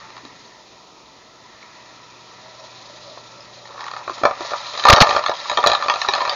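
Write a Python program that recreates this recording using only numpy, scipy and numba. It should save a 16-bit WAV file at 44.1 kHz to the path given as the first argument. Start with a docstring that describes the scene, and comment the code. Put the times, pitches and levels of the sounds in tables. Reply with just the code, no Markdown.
"""A few mussel shells clack over a simmering metal pot, then the rest slide in from a plastic colander.
Each knock thuds the pot floor, rings its air and wall and cracks in the treble; small shells rattle between.
Underneath, the pot bubbles and sizzles nearer and nearer over kitchen noise and a mains hum.
The microphone is held just above, so the loudest knocks overload the recorder."""
import sys
import numpy as np
from scipy import signal
from scipy.fft import rfft, irfft, next_fast_len
from scipy.io import wavfile
from scipy.ndimage import uniform_filter1d
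from numba import njit

SR = 44100
rng = np.random.default_rng(int(sys.argv[2]) if len(sys.argv) > 2 else 0)


def bounce(signal):
    """Save signal as a 16-bit WAV file at the path given by the first command-line argument."""
    frames = np.transpose(np.atleast_2d(signal))
    limited = np.clip(frames, -1, 1)
    pcm = np.round(limited * 32767).astype(np.int16)
    wavfile.write(sys.argv[1], SR, pcm)


N = 280035

# Colour of the room tone. Each row: frequency in Hz, relative level in dB.
KITCHEN_SPECTRUM = [(15, -51.5), (25, -15.5), (128, -6.5), (170, -3), (206, -4.5), (355, -2), (673, -4.5),
                    (1030, -9), (1660, -27.5), (3710, -8.5), (7200, -15.5), (9360, -21), (15800, -120)]
# Fader ride of the mains hum. Each row: time in seconds, level in dB.
HUM_RIDE = [(0, -59), (1.1, -68.5), (2.1, -57.5), (4.5, -57), (5.4, -62.5), (6.35, -62)]
# Partials of the hum. Each row: multiple of HUM_HZ, relative level in dB.
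HUM_PARTIALS = [(1, -1), (1.5, -11.5), (3, -12)]
# The simmer as the microphone nears and cold shells hit the pot.
# Each row: time in seconds, bubbling level in dB, sizzle level in dB.
SIMMER_RIDE = [(0, -41.5, -51.5), (.44, -49, -53), (1.3, -50, -55), (1.8, -45.5, -51.5), (2.3, -46, -49.5),
               (2.75, -45, -47.5), (3.4, -46.5, -46), (3.6, -48.5, -48), (3.96, -41, -47),
               (4.2, -39.5, -42), (4.35, -38, -45.5), (4.42, -35.5, -35), (4.8, -38, -38.5),
               (5.1, -27, -31), (5.33, -39.5, -47), (5.44, -36.5, -36.5), (6.35, -30, -37.5)]
# Air in the pot under the simmer. Each row: centre in Hz, width in Hz, relative level in dB.
AIR_BANDS = [(588, 68, 7), (637, 31, 5.5), (752, 64, -3.5), (890, 23.4, 1.5), (980, 78, 2.5),
             (1172, 203, -4.5), (1323, 85, -2.5), (1877, 326, -6), (2480, 336, -9.5)]
# Colour of the sizzle. Each row: centre in Hz, width in Hz, relative level in dB.
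SIZZLE_BANDS = [(4060, 840, 15), (5100, 1200, 2), (6140, 1000, -8)]
# What a knock rings: the pot's floor, air and wall, and the shell itself.
# Each row: pitch in Hz, relative level in dB, time to fade 60 dB in seconds.
FLOOR_MODES = [(583.5, 1, 0.056), (622.3, -4.5, 0.091), (682.5, -3, 0.087), (739, -7, 0.098)]
AIR_MODES = [(820.4, 0, 0.05), (986.6, -2.5, 0.076), (1076.6, -7.5, 0.081), (1185.2, 1.5, 0.036),
             (1244, -4.5, 0.041), (1329, -1, 0.031)]
WALL_MODES = [(1635, -8, 0.065), (1766, 5.5, 0.043), (1925, -2.5, 0.012), (2240, -20.5, 0.023),
              (2302, 5.5, 0.026), (2430, 7.5, 0.011), (2640, -5, 0.032)]
SHELL_MODES = [(2870, -8, 0.019), (3260, -4, 0.02), (3685, 5, 0.012), (3988, 6, 0.015), (4295, 3, 0.012),
               (4610, 4.5, 0.0074), (5163, -2.5, 0.015), (5900, -5.5, 0.0064), (6335, -2, 0.0098),
               (6560, -16.5, 0.018)]
# Light ticks of shell tip on shell tip. 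Each row: start in seconds, level in dB, pitch in Hz.
TIP_TICKS = [(1.628, -28.5, 2200), (2.599, -32, 5600), (3.079, -32, 4680), (3.406, -27, 5100)]
# Dull bumps of the colander and soft landings. Each row: start in seconds, level in dB, pitch in Hz.
SOFT_BUMPS = [(0.234, -33, 288), (0.25, -27, 295), (4.076, -31, 355), (4.102, -24.5, 343),
              (4.214, -25, 330), (4.235, -19, 315), (4.406, -21.5, 340), (5.175, -29.5, 426),
              (5.293, -31, 338), (5.514, -33, 415), (5.583, -17, 424), (5.669, -15.5, 425),
              (6.088, -18.5, 398)]
# Small shells sliding over each other. Each row: time in seconds, base level in dB, base brightness in dB.
RATTLE_RIDE = [(3.55, -60, -17), (3.7, -44, -14), (3.96, -49.5, -36.5), (4.7, -45, -5.5),
               (4.83, -38.5, -11), (4.89, -20, -24), (5.02, -28.5, -21.5), (5.13, -32, -18),
               (5.3, -45, -7.5), (5.4, -44.5, -4.5), (5.539, -45, -5), (5.68, -29, -18), (5.8, -36, -14.5),
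               (6.0, -44.5, -8.5), (6.18, -32, -11), (6.35, -38.5, -12)]
# The featured shell knocks. Each row: start in seconds, pot ring level in dB,
# thud and crack in dB against that ring, favoured pitch in Hz.
SHELL_KNOCKS = [(.041, -34, -20, -20, 970), (.103, -28.5, -12, -8, 1130), (.166, -28, -17, -3, 993),
                (.178, -26, -22, -6, 1030), (.251, -33, -19, 3, 980), (2.458, -27, -18, -17, 891),
                (3.174, -22.5, -11, -23, 1000), (3.654, -27, -19, -4, 964), (3.7916, -18, -22, -18, 1170),
                (3.8065, -19, -31, -4.5, 1116), (3.8136, -18, -22, -19, 1040),
                (3.8404, -20.5, -24, -3, 1060), (3.882, -17.5, -22, -13.5, 1150), (3.913, -22, -28, 0, 980),
                (3.9648, -15, -24, -14, 1150), (4.0772, -10.5, -14, -18.5, 1070),
                (4.0955, -11, -15, -21.5, 1010), (4.1798, -25, -6, -6, 1200), (4.2151, -29, -5, -18, 1220),
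                (4.2346, -8.5, -1.5, -16, 1330), (4.2523, 0.5, -6.5, -15, 1240),
                (4.2679, -16, -9, -24, 1300), (4.3096, -16.5, -7.5, -14, 1230),
                (4.4064, -21, -2.5, -10.5, 1230), (4.4487, -24.5, -4, -10, 1010),
                (4.5076, -18.5, -18, -16, 1320), (4.5174, -19.5, -4.5, -24, 1320),
                (4.5346, -9, -16, -28, 1300), (4.7506, -24.5, -8, -6, 1290), (4.7754, -25, -6, 0, 1090),
                (4.7955, -21.5, -13, 1, 1320), (4.8376, -20, -25, 2, 1130), (4.8516, 4, -17, -16.5, 980),
                (4.8636, -11, -11, -21, 886), (4.8682, -6, -10, -10, 980), (4.8736, -3, -15, -22, 1250),
                (4.885, 6.5, -21, -10, 1320), (4.8977, 6.5, -9.5, -17, 1140), (4.9207, 6.5, -17, -21, 1180),
                (4.9334, -5, -14, -2, 1130), (4.9444, -7, -6, -19, 1230), (4.9614, -10.5, -14, 1, 867),
                (4.9691, -4, -9, -12.5, 1160), (4.9809, -4, -8, -14, 1260), (5.0034, -4, -14, 0, 1080),
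                (5.009, 3.5, -7.5, -19, 1340), (5.0249, 0.5, -13, -12.5, 821),
                (5.0424, -3.5, -12, -25, 904), (5.0693, -9.5, -12, -14, 1280),
                (5.0914, -10.5, -5.5, -10, 1220), (5.1076, -9.5, -7, -10.5, 1270),
                (5.1274, -15.5, -5.5, -19, 1200), (5.1482, -12.5, -5, -13.5, 1190),
                (5.1634, -5.5, -9.5, -13, 1260), (5.1911, -14, -7.5, -19, 1240),
                (5.2382, -14.5, -25, -11, 993), (5.2613, -10.5, -18, -3, 1230),
                (5.2823, -14.5, -6, -16, 1290), (5.2946, -11.5, -2.5, -10, 1190),
                (5.3144, -13, -14, -17, 985), (5.4555, -22.5, -26, -17.5, 1190),
                (5.4965, -12.5, -9.5, -2.5, 960), (5.5143, -17.5, -0.5, -5.5, 1280),
                (5.5264, -16, -14, -14, 969), (5.5725, -8.5, -11, -3.5, 1170), (5.5824, -6.5, -5, -37, 970),
                (5.6304, -13.5, -10, -20, 853), (5.6389, -4, -12, -18, 1180), (5.6623, -7.5, -3, -8, 1210),
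                (5.6708, -7, -6.5, 1, 1130), (5.6978, -10.5, -4, -7, 1240), (5.716, -8, -10, -5, 1130),
                (5.7319, -9.5, -23, -9, 834), (5.7492, -8.5, -19, -8.5, 1186),
                (5.7999, -19, -10, -20, 1170), (5.8235, -11, -25, -14, 1120), (5.8597, -18, -6, -17, 1204),
                (5.883, -7, -13, -14, 1120), (5.898, -2, -14.5, -11.5, 1200), (5.9384, -17, -4, -5, 1200),
                (5.9575, -13.5, -11, -9.5, 1170), (6.0159, -15, -10, 1.5, 1210),
                (6.047, -14.5, -16, -16, 1170), (6.086, -4.5, -14, -11, 845),
                (6.136, -10, -12.5, -5.5, 1170), (6.15, -11.5, -24, -9, 956), (6.1794, -15, -8, -15, 1170),
                (6.2163, -16, -4, -13, 960), (6.2506, -12, -12, -13, 1060),
                (6.2758, -10.5, -10.5, -13, 1090), (6.2949, -17, -6, 3.5, 1270)]
# Overloads on the heaviest landings. Each row: start in seconds, length in seconds, level in dB.
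OVERLOADS = [(4.8988, 0.0084, -0.5), (4.9273, 0.0106, -3.5), (5.0102, 0.0146, -5)]
GURGLE_TIMES_S = [2.47, 2.62, 2.92, 3.1, 3.4, 3.579]

KITCHEN_DB, HUM_HZ = -49, 120
DEEP_DB, GURGLE_DB, GURGLE_HALF_S = -3.5, 10, 0.054  # deep bubbling against the rest, and its swells
FIRST_LANDING_S, PLASTIC_RING = 4.15, .5  # until then shells hit plastic, which rings shorter than the pot
WALL_DB, WALL_PER_CRACK = -11, 0.51  # a brighter knock rings the wall more
SLIDE_START_S, SLIDE_END_S, SLIDE_PER_S = 3.76, 4.03, 70
SLIDE_DB, SLIDE_THUD_DB, SLIDE_CRACK_DB, SLIDE_HZ = -21.5, -20.5, -12.5, 1100
ROOM_T60_S, ROOM_DB = 0.14, -4.5
PREAMP_LIMIT, CEILING = .93, .97
CONVERTER_HZ, CONVERTER_HISS_DB, TOP_HZ = 6958, -80, 15800


def undb(db):
    """Gain of a dB value."""
    return 10 ** (np.asarray(db) / 20)


def unit(x):
    """Scale to rms 1."""
    return x / np.sqrt(np.mean(x ** 2))


def rides(table):
    """Fader rides: each level column joined by straight lines in time."""
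    times, *columns = np.transpose(table)
    return [np.interp(np.arange(N) / SR, times, column) for column in columns]


def band(x, hz, width_hz):
    """Two-pole resonance, gain 1 at the centre."""
    return signal.lfilter(*signal.iirpeak(hz, hz / width_hz, fs=SR), x)


def drift(rate_hz):
    """Smooth random wobble with a spread near 1."""
    hold = int(SR / rate_hz)
    steps = np.repeat(rng.standard_normal(N // hold + 1), hold)
    return 1.3 * uniform_filter1d(uniform_filter1d(steps, hold), hold)[:N]


def kitchen():
    """The bed: steady, dark room tone and a slightly wavering mains hum."""
    hz, db = np.transpose(KITCHEN_SPECTRUM)
    size = next_fast_len(N)
    bin_hz = np.arange(size // 2 + 1) * SR / size + 1
    colour = undb(np.interp(np.log(bin_hz), np.log(hz), db))
    noise = irfft(rfft(rng.standard_normal(size)) * colour, size)[:N]
    room_tone = unit(noise) * undb(KITCHEN_DB + .5 * drift(2.0))
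    phase = 2 * np.pi * HUM_HZ * np.arange(N) / SR
    hum = np.sqrt(2) * sum(undb(level) * np.sin(k * phase) for k, level in HUM_PARTIALS)
    return room_tone + hum * undb(rides(HUM_RIDE)[0] + 0.68 * drift(4.17))


def simmer():
    """Bubbling noise in the resonances of the pot, with a sizzle of fine bursts on top."""
    t = np.arange(N) / SR
    bubbling_db, sizzle_db = rides(SIMMER_RIDE)
    air = []
    for hz, width, db in AIR_BANDS:
        gain = undb(db + 2.0 * drift(9.9)) * np.sqrt(width)
        noise = band(rng.standard_normal(N), hz, 1.4 * width)
        air.append(gain * unit(band(noise, hz, 1.4 * width)))
    # the deep bubbling sinks in pitch as the microphone moves
    low_share = np.interp(t, [2.4, 3.3], [.2, .8])
    deep = low_share * air[0] + (1 - low_share) * air[1]
    gurgles = sum(np.exp(-((t - s) / GURGLE_HALF_S) ** 2) for s in GURGLE_TIMES_S)
    bubbling = deep * undb(DEEP_DB + GURGLE_DB * gurgles + 0.78 * drift(13)) + sum(air[2:])
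    bursts = rng.standard_normal(N) * undb(2.1 * drift(90))
    sizzle = sum(undb(db + 1.2 * drift(9.2)) * band(bursts, hz, width) for hz, width, db in SIZZLE_BANDS)
    return unit(bubbling) * undb(bubbling_db) + unit(sizzle) * undb(sizzle_db)


def taps(table, t60_s, attack_s):
    """Light blows, each one damped sine: a bump when low, a tick when high."""
    out, t = np.zeros(N), np.arange(N) / SR
    for start, db, hz in table:
        age = np.clip(t - start, 0, None)
        envelope = undb(db - 60 * age / t60_s) * (1 - np.exp(-age / attack_s))
        out += envelope * np.sin(2 * np.pi * hz * age)
    return out


@njit
def strike(onsets, gain, step, phase, decay, attack):
    """Every blow starts each mode as a sine that swells during the contact and then dies away."""
    out = np.zeros(N)
    for blow, onset in enumerate(onsets):
        for mode in range(gain.shape[1]):
            swing = gain[blow, mode] * np.exp(1j * phase[blow, mode])
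            pole = decay[blow, mode] * np.exp(1j * step[blow, mode])
            length = int(-6 / np.log(decay[blow, mode]))
            gap = 1.
            for i in range(onset, min(N, onset + length)):
                gap *= attack
                swing *= pole
                out[i] += (1 - gap) ** 2 * swing.imag
    return out


def ring(times, db, modes, scatter_db, contact_s, detune=0.013, phase_spread=1.0):
    """A struck body: each blow shares its force out anew, and the load of shells nudges the pitches."""
    hz, mode_db, t60 = np.transpose(modes)
    chance = rng.standard_normal((len(times), 3, len(hz)))
    gain = undb(db + mode_db + scatter_db * chance[:, 0])
    step = 2 * np.pi * hz * (1 + detune * chance[:, 1]) / SR
    t60 = t60 * np.where(times < FIRST_LANDING_S, PLASTIC_RING, 1)[:, None]
    decay = np.exp(-np.log(1000) / (t60 * SR))
    onsets = (times * SR).astype(np.int64)
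    return strike(onsets, gain, step, phase_spread * chance[:, 2], decay, np.exp(-1 / (contact_s * SR)))


def rattle(count=1100):
    """Small shells jostle: many little knocks at random moments, a few poking out of the texture."""
    chance = rng.random((count, 5))
    ride_s, base_db, bright_db = np.transpose(RATTLE_RIDE)
    times = ride_s[0] + chance[:, 0] * (N / SR - ride_s[0])
    db = np.interp(times, ride_s, base_db) - 2.9 * np.log(1 - chance[:, 1])
    thud_db = -15 + 8 * chance[:, 2]
    crack_db = np.interp(times, ride_s, bright_db) + 10 * chance[:, 3]
    hz = 850 + 500 * chance[:, 4]
    return knocks(np.c_[times, db, thud_db, crack_db, hz], scatter_db=5.0)


def slide():
    """Shells skid down the colander: a quick, uneven run of knocks, loudest and brightest midway."""
    beats = np.arange(SLIDE_START_S, SLIDE_END_S, 1 / SLIDE_PER_S)
    chance = rng.standard_normal((len(beats), 3))
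    taper = 1 - np.sin(np.pi * (beats - SLIDE_START_S) / (SLIDE_END_S - SLIDE_START_S))
    times = beats + .25 * chance[:, 0] / SLIDE_PER_S
    db = SLIDE_DB - 4 * taper + 1.8 * chance[:, 1]
    crack_db = SLIDE_CRACK_DB - 9 * taper + 2.5 * chance[:, 2]
    columns = np.broadcast_arrays(times, db, SLIDE_THUD_DB, crack_db, SLIDE_HZ)
    return knocks(np.column_stack(columns), scatter_db=3.5)


def knocks(table, scatter_db):
    """Four layers to a knock: the floor's thud, the ring of the air, the wall's clang, the shell's crack."""
    table = np.asarray(table)
    times = table[:, 0]
    db, thud_db, crack_db, hz = table[:, 1:].T[:, :, None]
    # the place of the blow favours the modes near one pitch
    off_pitch_db = -np.minimum(30 * np.abs(np.log(np.array(AIR_MODES)[:, 0] / hz)), 9)
    wall_db = db + WALL_DB + WALL_PER_CRACK * crack_db
    thud = ring(times, db + thud_db, FLOOR_MODES, scatter_db, contact_s=0.00028)
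    air = ring(times, db + off_pitch_db, AIR_MODES, scatter_db, contact_s=0.0012)
    wall = ring(times, wall_db, WALL_MODES, scatter_db, contact_s=0.00069, detune=0.032, phase_spread=2.34)
    # rough wet shells meet at many points, so their modes start out of step
    crack = ring(times, db + crack_db, SHELL_MODES, scatter_db,
                 contact_s=0.00064, detune=0.07, phase_spread=3.14)
    return thud + air + wall + crack


def overload():
    """The recorder lurches under the heaviest landings: short bursts of rumble and rasp."""
    t = np.arange(N) / SR
    gate = sum(undb(db) * ((t > start) & (t < start + length)) for start, length, db in OVERLOADS)
    rumble = signal.lfilter(*signal.butter(2, [35, 135], "bandpass", fs=SR), rng.standard_normal(N))
    rasp = band(rng.standard_normal(N), hz=2140, width_hz=2460)
    return (unit(rumble) + undb(0.5) * unit(rasp)) * uniform_filter1d(gate, size=60)


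def scene():
    """The mono mix: shells up front with a short room tail, over the simmer and the kitchen."""
    shells = knocks(SHELL_KNOCKS, scatter_db=2.06) + slide() + rattle()
    shells += taps(SOFT_BUMPS, t60_s=0.047, attack_s=.0015)
    shells += taps(TIP_TICKS, t60_s=0.013, attack_s=.0004)
    t = np.arange(SR // 2) / SR
    tail = rng.standard_normal(len(t)) * undb(-60 * t / ROOM_T60_S)
    reverb = signal.fftconvolve(shells, unit(tail) / np.sqrt(len(t)))[:N]
    return (shells + undb(ROOM_DB) * reverb + simmer() + kitchen())[None]


def record(dry):
    """The preamp saturates softly; the converter dulls the top, clips peaks flat and hisses faintly."""
    hot = dry + overload()
    saturated = hot / (1 + np.abs(hot / PREAMP_LIMIT) ** 6) ** (1 / 6)
    dulled = signal.sosfilt(signal.ellip(8, .3, 60, CONVERTER_HZ, fs=SR, output="sos"), saturated)
    clipped = np.clip(dulled, -CEILING, CEILING)
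    hiss = undb(CONVERTER_HISS_DB) * rng.standard_normal(N)
    return signal.sosfilt(signal.ellip(8, .2, 70, TOP_HZ, fs=SR, output="sos"), clipped + hiss)


dry = scene()
out = record(dry)
bounce(out)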